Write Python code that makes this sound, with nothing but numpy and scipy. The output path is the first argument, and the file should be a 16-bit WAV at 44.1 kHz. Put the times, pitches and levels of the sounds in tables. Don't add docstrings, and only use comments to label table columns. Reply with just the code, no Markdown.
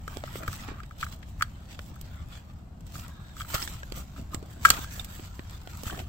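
import sys
import numpy as np
from scipy import signal
from scipy.fft import rfft, irfft, next_fast_len
from scipy.io import wavfile
from scipy.ndimage import uniform_filter1d

SR = 44100
rng = np.random.default_rng(int(sys.argv[2]) if len(sys.argv) > 2 else 0)


def wav_record(signal):
    frames = np.transpose(np.atleast_2d(signal))
    bounded = np.clip(frames, -1, 1)
    quanta = np.round(bounded * 32767).astype(np.int16)
    wavfile.write(sys.argv[1], SR, quanta)


N = 268436
EDGE_HZ = 16400
USUAL_DRAG_DB, USUAL_SMOOTH_DB = -52, -6


def gain_of(db):
    return 10 ** (np.asarray(db) / 20)


def evened(x):
    return x / np.sqrt(np.mean(x ** 2) + 1e-20)


def read(points, hz):
    f, value = np.transpose(points)
    return np.interp(np.log(hz + 1), np.log(f + 1), value)


def add(mix, start_s, sound):
    part = mix[:, max(round(start_s * SR), 0):][:, :sound.shape[1]]
    part += sound[:, :part.shape[1]]


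def panned(left_right_db):
    return evened(gain_of(np.array([[left_right_db], [-left_right_db]]) / 2))


def band(x, edges_hz, order):
    edges_hz = np.clip(edges_hz, 10, SR / 2 - 100)
    return signal.sosfilt(signal.butter(order, edges_hz, "band", fs=SR, output="sos"), x)


def levelled(x, db, span_s):
    return x * gain_of(db) / np.sqrt(np.mean(x[:, :int(span_s * SR)] ** 2) + 1e-20)


def decay(t, t60_s):
    return np.exp(-np.log(1000) * t / t60_s)


def lowpassed(x, order, hz):
    return signal.sosfiltfilt(signal.butter(order, hz, fs=SR, output="sos"), x)


def drift(points):
    return evened(signal.resample(rng.standard_normal(points), N))


def resonated(x, hz, width_hz):
    return signal.lfilter(*signal.iirpeak(hz, hz / width_hz, fs=SR), x)


# (frequency [Hz], correlation [-1..1])
LIKENESS = [(60, 1), (130, 0.93), (290, 0.8), (640, 0.37), (1400, 0.006), (2500, 0.071), (15000, -0.037)]


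def coloured(x, tone, patchy_db):
    hz, _, z = signal.stft(x, SR, nperseg=2048)
    same = np.clip(read(LIKENESS, hz), -1, 1)[:, None]
    z[1] = same * z[0] + np.sqrt(1 - same ** 2) * z[1]
    patches = uniform_filter1d(rng.standard_normal(z.shape[1:]), size=11, axis=0)
    patches = evened(uniform_filter1d(patches, size=3, axis=1))
    z = z * gain_of(read(tone, hz)[:, None] + patchy_db * patches)
    return evened(signal.istft(z, SR, nperseg=2048)[1][:, :N])


def chatter(t, length_s, attack_s=0.00044):
    u = t / (length_s / 4)
    rise = 1 - np.exp(-t / attack_s)
    fall = np.exp(-u ** 2) + 0.61 * np.exp(-u / 2)
    return rng.standard_normal((2, len(t))) * rise * fall


# (frequency [Hz], relative density [dB per Hz])
HAZE_TONE = [(15, -8.5), (30, -10), (50, 1), (72, 4.5), (100, -2.5), (125, -4.5), (190, -9), (270, -19),
             (430, -31), (750, -25), (1400, -36), (2300, -44), (6000, -50.5), (16000, -64.5)]
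HAZE_DB = -41.5
RUMBLE_DB, RUMBLE_GROWTH = -42, 0.18


def haze(drag_db, swell_db=1.47):
    air = panned(1.0) * coloured(rng.standard_normal((2, N)), HAZE_TONE, patchy_db=1.0)
    low = lowpassed(air, order=2, hz=200)
    push_db = RUMBLE_GROWTH * (drag_db - USUAL_DRAG_DB)
    rumble = gain_of(RUMBLE_DB + push_db + swell_db * drift(60)) * low
    return rumble + gain_of(HAZE_DB) * (air - low)


# (frequency [Hz], t60 [s])
FAR_DECAY = [(100, .7), (500, 1.0), (1500, 0.4), (4000, 1.5), (8000, 1.1), (16000, 0.77)]


def echo(x, near_db, far_db, near_t60_s=0.16):
    t = np.arange(SR) / SR
    taps = rng.standard_normal((2, SR)) * (rng.random((2, SR)) < .1) * (t > .004)
    near = evened(taps * decay(t, near_t60_s))
    hz, at_s, z = signal.stft(taps, SR, nperseg=256)
    z = z * decay(at_s, read(FAR_DECAY, hz)[:, None])
    far = evened(signal.istft(z, SR, nperseg=256)[1][:, :SR])
    response = (gain_of(near_db) * near + gain_of(far_db) * far) / np.sqrt(SR)
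    return signal.fftconvolve(x, response, axes=1)[:, :N]


ATTACK_DB_PER_S, RELEASE_DB_PER_S = 479, 334


def stroke(t, start_s, held_s):
    early_s = np.maximum(start_s - t, 0)
    late_s = np.maximum(t - start_s - held_s, 0)
    return -ATTACK_DB_PER_S * early_s - RELEASE_DB_PER_S * late_s


# (time at full speed [s], held [s], swish level [dB], drag over swish [dB], fizz over swish [dB])
STROKES = [(0.11, 0.068, -54, 5.5, -3), (0.26, 0.08, -54.5, 2.5, -9), (0.367, 0.0056, -44.5, -9, 0),
           (0.42, .03, -57.5, 9.5, -18), (0.48, .012, -48.5, 1.5, -3), (0.52, 0.026, -45, -4, -4.5),
           (0.589, 0.048, -48.5, 0, -7.5), (0.65, 0.059, -51, 1, -16), (0.74, 0.057, -63, 8, -26),
           (1.017, 0.0089, -42, -7, -8.5), (1.075, 0.017, -55, -5, -4), (1.125, 0.012, -47.5, -14, -9),
           (1.29, 0.01, -64, 0, 2), (1.402, 0.015, -57, 3, 1), (1.71, 0.023, -46, -30, -13),
           (1.80, 0.09, -63, -12, 1.5), (2.04, 0.2, -60, -0.5, -19), (2.323, 0.049, -49, -9, -12.5),
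           (2.49, 0.023, -64, 1.5, -8), (2.87, 0.059, -58, -17, -8), (2.948, 0.063, -49, -9, -1.5),
           (3.03, 0.071, -59, 3, -5), (3.27, 0.018, -70, -12, -5), (3.387, 0.026, -47.5, -5, -3),
           (3.5, 0.038, -44, -7, 0.5), (3.548, 0.0062, -36.5, 2, 0), (3.604, 0.036, -40.5, -10, -0.5),
           (3.685, 0.015, -44, -8.5, -4), (3.74, 0.021, -52.5, -1, -3), (3.958, .04, -48.5, -2, -0.5),
           (4.175, .03, -55.5, -4, -4), (4.335, 0.0072, -54.5, 3.5, -0.5), (4.505, 0.03, -58.5, 0, 0.5),
           (4.654, 0.061, -34, -4, -5.5), (4.74, 0.053, -43.5, -1.5, -4), (4.82, .02, -43, -3.5, -6.5),
           (4.918, 0.077, -49.5, 1.5, 2), (5.10, 0.08, -54, -0.5, 0), (5.2, 0.067, -53.5, -13, -6),
           (5.355, 0.014, -62.5, -10, 3), (5.50, 0.054, -53, -5.5, -8.5), (5.70, 0.22, -52, -7.5, -5),
           (5.867, 0.011, -41.5, -9, -1.5), (5.925, 0.076, -52.5, 5.5, 0.5)]
# (time [s], swish level [dB])
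CONTACT = [(0, -61.5), (0.3, -52.5), (0.7, -63), (0.88, -64), (1.08, -64), (1.36, -64), (1.5, -62),
           (2.1, -60.5), (2.5, -66.5), (2.77, -72.5), (2.92, -61.5), (3.2, -62), (3.72, -54.5),
           (4.1, -61.5), (4.42, -62.5), (4.95, -54.5), (5.42, -58.5), (6.09, -56.5)]
CONTACT_PRESSURE_DB, CONTACT_SMOOTH_DB = -2.5, -7.5
# (time [s], held [s], level [dB])
REGRIPS = [(0.16, 0.017, -53), (0.395, 0.046, -45.5), (1.89, .03, -52.5), (2.955, .035, -50),
           (3.975, 0.016, -47), (4.19, 0.0079, -47.5), (4.33, 0.25, -52), (4.691, 0.085, -44.5),
           (5.925, 0.017, -41.5), (5.98, 0.029, -43.5)]
GRIP_DB, GRIP_GROWTH = -59, 0.47


def handling():
    t = np.arange(0, N, 64) / SR
    offsets_db = np.array([[CONTACT_PRESSURE_DB], [0], [CONTACT_SMOOTH_DB]])
    power = gain_of(np.interp(t, *np.transpose(CONTACT)) + offsets_db) ** 2
    for start_s, held_s, db, pressure_db, smooth_db in STROKES:
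        offsets_db = np.array([[pressure_db], [0], [smooth_db]])
        power = power + gain_of(db + stroke(t, start_s, held_s) + offsets_db) ** 2
    drag_db = 10 * np.log10(power[0])
    grip = gain_of(GRIP_DB + GRIP_GROWTH * (drag_db - USUAL_DRAG_DB)) ** 2
    for start_s, held_s, db in REGRIPS:
        grip = grip + gain_of(db + stroke(t, start_s, held_s)) ** 2
    return [np.interp(np.arange(N) / SR, t, 10 * np.log10(p)) for p in (grip, *power)]


def friction(level_db, tone, slips_per_s, grain_db, patchy_db):
    size = gain_of(grain_db * np.minimum(rng.exponential(1, N), 4))
    slips = size * (rng.random(N) < slips_per_s / SR)
    return coloured(rng.standard_normal((2, N)) * slips, tone, patchy_db) * gain_of(level_db)


# (frequency [Hz], relative density [dB per Hz])
GRIP_TONE = [(110, 5), (220, 3), (300, 4.5), (450, -7), (680, 2.5), (900, -22), (1400, -25.5), (3000, -60)]
DRAG_TONE = [(400, -32), (900, -4.5), (1250, 1), (1600, -4), (2000, -9), (2800, -13), (6000, -38)]
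SWISH_TONE = [(1000, -4.5), (2200, -2.5), (3300, 2.5), (4500, -1.5), (6000, -3), (8300, -4), (10500, -21.5),
              (16000, -63)]
FIZZ_TONE = [(5000, -34.5), (9000, 5), (12000, -1.5), (16000, -2.5)]
SHEEN_HZ, SHEEN_SHARE = 5200, 0.68


def rubbing(grip_db, drag_db, swish_db, fizz_db):
    grip = friction(grip_db, GRIP_TONE, slips_per_s=1400, grain_db=3.0, patchy_db=2.5)
    drag = gain_of(1.0) * friction(drag_db, DRAG_TONE, slips_per_s=4300, grain_db=4.0, patchy_db=4.5)
    swish = friction(swish_db, SWISH_TONE, slips_per_s=6000, grain_db=0.0, patchy_db=3.0)
    swish = gain_of(-1.0) * panned(-1.1) * swish
    dull = lowpassed(swish, order=3, hz=SHEEN_HZ)
    sheen = (swish - dull) * gain_of(SHEEN_SHARE * (fizz_db - swish_db - USUAL_SMOOTH_DB))
    fizz = friction(fizz_db, FIZZ_TONE, slips_per_s=5600, grain_db=1.0, patchy_db=4.0)
    fizz = gain_of(-1.0) * panned(-11.5) * fizz
    falter_db = 1.14 * drift(700)
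    return (grip + drag + dull + sheen + fizz) * gain_of(falter_db)


# (time [s], held [s], mean level [dB])
WHISTLE = (3.11, .21, -60)
# (frequency [Hz], width [Hz], relative level [dB])
WHISTLE_PITCHES = [(1642, 32, -1), (3720, 130, -2)]


def whistle(flutter_db=1.5):
    start_s, held_s, db = WHISTLE
    noise = rng.standard_normal((2, N))
    tone = sum(gain_of(pitch_db) * evened(resonated(noise, hz, width_hz))
               for hz, width_hz, pitch_db in WHISTLE_PITCHES)
    level_db = db + stroke(np.arange(N) / SR, start_s, held_s) + flutter_db * drift(400)
    return evened(tone) * gain_of(level_db)


def ticks(swish_db, per_s=36, spread_db=2.5, tick_db=-0.5, length_s=0.0079):
    out, t = np.zeros((2, N)), np.arange(SR // 40) / SR
    for when, size, colour, side in rng.random((int(per_s * N / SR), 4)):
        excess_db = spread_db * min(-np.log(1 - size), 3)
        db = swish_db[int(when * N)] + tick_db + excess_db
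        centre_hz = 1500 * 5 ** colour
        tick = band(chatter(t, length_s), (centre_hz / 2, centre_hz * 2), order=2)
        add(out, when * N / SR, levelled(tick, db, span_s=0.0019) * panned(12 * (side - .5)))
    return out


# (time [s], amplitude before thump_db [dB])
THUMPS = [(0.173, -33.5), (0.486, -26), (0.708, -37), (1.039, -34.5), (3.546, -25.5), (3.925, -35),
          (4.348, -29), (4.707, -24.5), (5.867, -27.5)]


def thumps(hz=88, t60_s=0.04, thump_db=5.5):
    out, t = np.zeros((2, N)), np.arange(SR // 6) / SR
    swing = np.sin(2 * np.pi * hz * t) * decay(t, t60_s)
    for start_s, db in THUMPS:
        add(out, start_s, panned(1.0) * gain_of(db + thump_db) * swing)
    return out


# (time [s], frequency [Hz], level [dB], left-right [dB])
TINGS = [(1.4234, 4510, -37, -8), (3.3997, 3270, -47, -0.2), (3.416, 3200, -44, -1),
         (3.5465, 14100, -39, -15), (3.6254, 5300, -35, -10), (3.6753, 1750, -40.5, -1),
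         (3.6757, 3490, -47, -7), (3.8315, 1610, -41.5, 1), (4.345, 7640, -41, -17), (4.7033, 4420, -24, 1),
         (4.745, 1870, -41.5, 11), (4.9954, 3620, -35.5, -14), (5.8978, 1574, -40.5, 4),
         (5.908, 3080, -44, 3)]


def tings(t60_s=0.028, touch_s=0.004):
    out, t = np.zeros((2, N)), np.arange(SR // 12) / SR
    for start_s, hz, db, pan_db in TINGS:
        mode = np.sin(2 * np.pi * hz * t) * decay(t, t60_s)
        ring = signal.fftconvolve(chatter(t, touch_s), mode[None], axes=1)
        add(out, start_s, levelled(ring * panned(pan_db), db, span_s=0.016))
    return out


# (frequency [Hz], width [Hz], mean level over the bare click [dB])
STEEL_MODES = [(3270, 34, 0.5), (4560, 140, -15), (4760, 32, -16.5), (7665, 160, -4.5), (8500, 330, 3),
               (13400, 180, -25)]


def steel(x):
    out = x.copy()
    for hz, width_hz, db in STEEL_MODES:
        strike_db = db + rng.standard_normal()
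        out += gain_of(strike_db) * resonated(x, hz, width_hz)
    return out


# (time [s], click level before snap_db [dB], reach [Hz], knock level [dB], knock frequency [Hz],
#  click left-right [dB], chatter length [s])
SNAPS = [(0.0777, -44.5, 9000, -41, 460, 0, 0.0077), (0.17, -35, 5630, -32.5, 368, -12, 0.005),
         (0.2377, -32.5, 1230, -31, 620, 5, 0.004), (0.356, -34, 1490, -33.5, 540, -1, .016),
         (0.478, -36.5, 9000, -41.5, 457, 12, 0.012), (0.6857, -33.5, 1160, -35.5, 288, -19, 0.028),
         (0.693, -47, 1200, -46, 296, -10, 0.011), (0.716, -54, 1200, -39.5, 360, -8.5, 0.038),
         (0.8326, -41.5, 1520, -48, 340, -13, 0.021), (1.228, -43, 2240, -64, 390, 1, 0.03),
         (1.4217, -25.5, 3720, -52, 410, -7, 0.0093), (1.791, -33, 1540, -41, 583, -2, 0.0085),
         (2.012, -39, 17300, -55, 720, -4, 0.011), (2.807, -54, 9000, -68, 500, -4, 0.0066),
         (2.866, -49, 8500, -64, 340, -4, 0.014), (3.08, -45.5, 9500, -56, 610, -5.5, 0.016),
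         (3.542, -24.5, 5900, -32, 610, 2, .036), (3.547, -27.5, 4500, -51, 594, -11, 0.015),
         (3.556, -36, 10000, -44, 810, -2, .032), (3.6251, -33.5, 3180, -41, 296, -2, .016),
         (3.676, -34.5, 3700, -52, 540, -4, 0.008), (3.736, -44, 8000, -63, 360, -2.5, 0.0065),
         (3.8316, -44, 4000, -44.5, 584, -1, .01), (3.9213, -33, 4900, -34, 364, -10.5, 0.0085),
         (4.3448, -29, 3900, -32.5, 302, -21, 0.0083), (4.427, -48.5, 3800, -38.5, 395, 1, 0.01),
         (4.7024, -8.5, 9960, -28, 746, -3, 0.0096), (4.7372, -32.5, 4700, -42, 740, 0.5, 0.038),
         (4.788, -49, 5000, -35.5, 292, 0, 0.01), (4.978, -55, 4000, -46, 684, -3, .012),
         (4.9952, -38, 5000, -45, 730, 2, 0.044), (5.045, -36, 13100, -59.5, 684, -2.5, 0.021),
         (5.195, -41.5, 1200, -39, 340, -8, .01), (5.393, -36.5, 1200, -35.5, 330, -3.5, 0.011),
         (5.6737, -39, 1900, -39, 716, -3, 0.0053), (5.834, -35.5, 11000, -36.5, 510, -9, 0.0091),
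         (5.926, -51, 1800, -38, 740, -9, .024), (5.99, -34, 2700, -40.5, 670, 1, 0.029),
         (5.9995, -40, 3500, -38, 725, -5, 0.026)]
# (low edge [Hz], high edge [Hz])
KNOCK_BAND_HZ = (138, 740)


def snaps(knock_t60_s=0.02, snap_db=-3.5, damping=1.24, low_hz=1100, thinning=0.03):
    out, t = np.zeros((2, N)), np.arange(4096) / SR
    hz = np.fft.rfftfreq(len(t), 1 / SR)
    for start_s, click_db, reach_hz, knock_db, knock_hz, pan_db, length_s in SNAPS:
        burst = chatter(t, length_s)
        knock = np.sin(2 * np.pi * knock_hz * t) * decay(t, knock_t60_s)
        dull = evened(knock) + 1.26 * evened(band(burst, KNOCK_BAND_HZ, order=2))
        softening = 1 + 1j * damping * hz / reach_hz - (hz / reach_hz) ** 2
        softened = irfft(rfft(steel(burst)) / softening)
        thinned = band(softened, (low_hz + thinning * reach_hz, EDGE_HZ), order=2)
        click = levelled(thinned, click_db + snap_db, span_s=0.0061) * panned(pan_db)
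        add(out, start_s, click + levelled(dull, knock_db, span_s=0.0045))
    return out


# (time [s], ring level before ring_db [dB],
#  contact crack level before crack_db [dB], factor on ring and crack times [1])
CLACKS = [(0.0778, -34.5, -41.7, 1), (0.2754, -43.3, -58.0, 1), (0.4325, -41.3, -44.9, 1),
          (0.478, -29.0, -38.1, 1), (0.5288, -41.8, -39.6, 1), (0.8012, -40.4, -55.0, 1),
          (0.9089, -43.8, -58.1, 1), (1.0276, -25.8, -44.6, 0.9), (1.0336, -30, -45.6, 0.6),
          (1.0651, -37.3, -51.7, 0.6), (1.4092, -26.3, -48.2, 0.7), (1.4225, -17.6, -27.0, 0.6),
          (1.96, -51.2, -64.7, 1), (2.9533, -42.1, -50.7, 1), (3.3659, -45.1, -48.6, 1),
          (3.3995, -45.3, -42, 1), (3.406, -34, -43.1, 1), (3.416, -39.7, -40.1, 1),
          (3.447, -44.9, -56.1, 1), (4.1615, -48, -55, 1.4), (4.178, -49, -56, 1.4), (4.65, -8.6, -20.5, 1),
          (4.65368, -9.6, -20.5, 1.2), (4.683, -28, -43, 2), (4.7048, -20.4, -19, 0.7),
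          (4.843, -41.5, -41.1, 1), (5.8547, -46, -53, 1), (5.876, -40.8, -44.5, 1.3),
          (5.8991, -42, -54, 1), (5.945, -45, -54, 1)]
# (frequency [Hz], relative level before brightening [dB], t60 before that factor [s],
#  left-right [dB], phase between left and right [rad])
HOUSING_MODES = [(1175, -2.5, 0.025, -11, 2), (1296, 4, 0.019, 4.5, 0.9), (1524, -12.5, 0.054, -40, 1.7),
                 (1605, -4, 0.036, 7.5, 2.4), (1830, -21.5, .02, -7, -16.5), (2310, -9.5, 0.023, 9, 2.05),
                 (2850, -21, 0.0097, -0.5, -22.5), (3160, -19, 0.02, 7, 5.3)]


def clacks(crack_s=0.014, ring_db=-1.6, crack_db=-4.5, hollow_hz=1220, brighten=.1):
    out, t = np.zeros((2, N)), np.arange(SR // 12) / SR
    sides = np.array([[.5], [-.5]])
    swell = 1 - np.exp(-(t / .0006) ** 2)
    for start_s, db, contact_db, hold in CLACKS:
        tilt_db_per_octave = brighten * (db + 11.0)
        ring = 0
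        for k, (hz, mode_db, t60_s, pan_db, lag_rad) in enumerate(HOUSING_MODES):
            tilted_db = mode_db + tilt_db_per_octave * np.log2(hz / hollow_hz)
            size = (-1) ** k * gain_of(tilted_db) * panned(pan_db)
            ring = ring + size * decay(t, t60_s * hold) * np.sin(2 * np.pi * hz * t + sides * lag_rad)
        ring = band(ring * swell, (hollow_hz, 6000), order=4)
        crack = steel(band(chatter(t, crack_s * hold), (1700, 7000), order=1))
        ring = levelled(ring, db + ring_db, span_s=0.0029)
        add(out, start_s, ring + levelled(crack, contact_db + crack_db, span_s=0.01))
    return out


def scene():
    hits = clacks() + snaps() + tings()
    grip_db, drag_db, swish_db, fizz_db = handling()
    rubs = rubbing(grip_db, drag_db, swish_db, fizz_db) + whistle() + ticks(swish_db)
    return hits + thumps() + echo(hits, near_db=-23, far_db=-33) + rubs + haze(drag_db)


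# (frequency [Hz], gain [dB])
OVERALL_TONE = [(20, 1.5), (6500, -1), (7800, 4), (8500, -3), (9100, -12.5), (9900, -12), (11200, 0),
                (12500, 3.5), (15700, 7), (16300, -17.5)]


def record(dry):
    size = next_fast_len(N + 4096)
    response = gain_of(read(OVERALL_TONE, np.fft.rfftfreq(size, 1 / SR)))
    heard = irfft(rfft(dry, size) * response, size)[:, :N]
    edge = signal.firwin(255, EDGE_HZ, window=("kaiser", 8), fs=SR)
    return signal.oaconvolve(np.clip(heard, -1, 1), edge[None], "same", axes=1)


dry = scene()
out = record(dry)
wav_record(out)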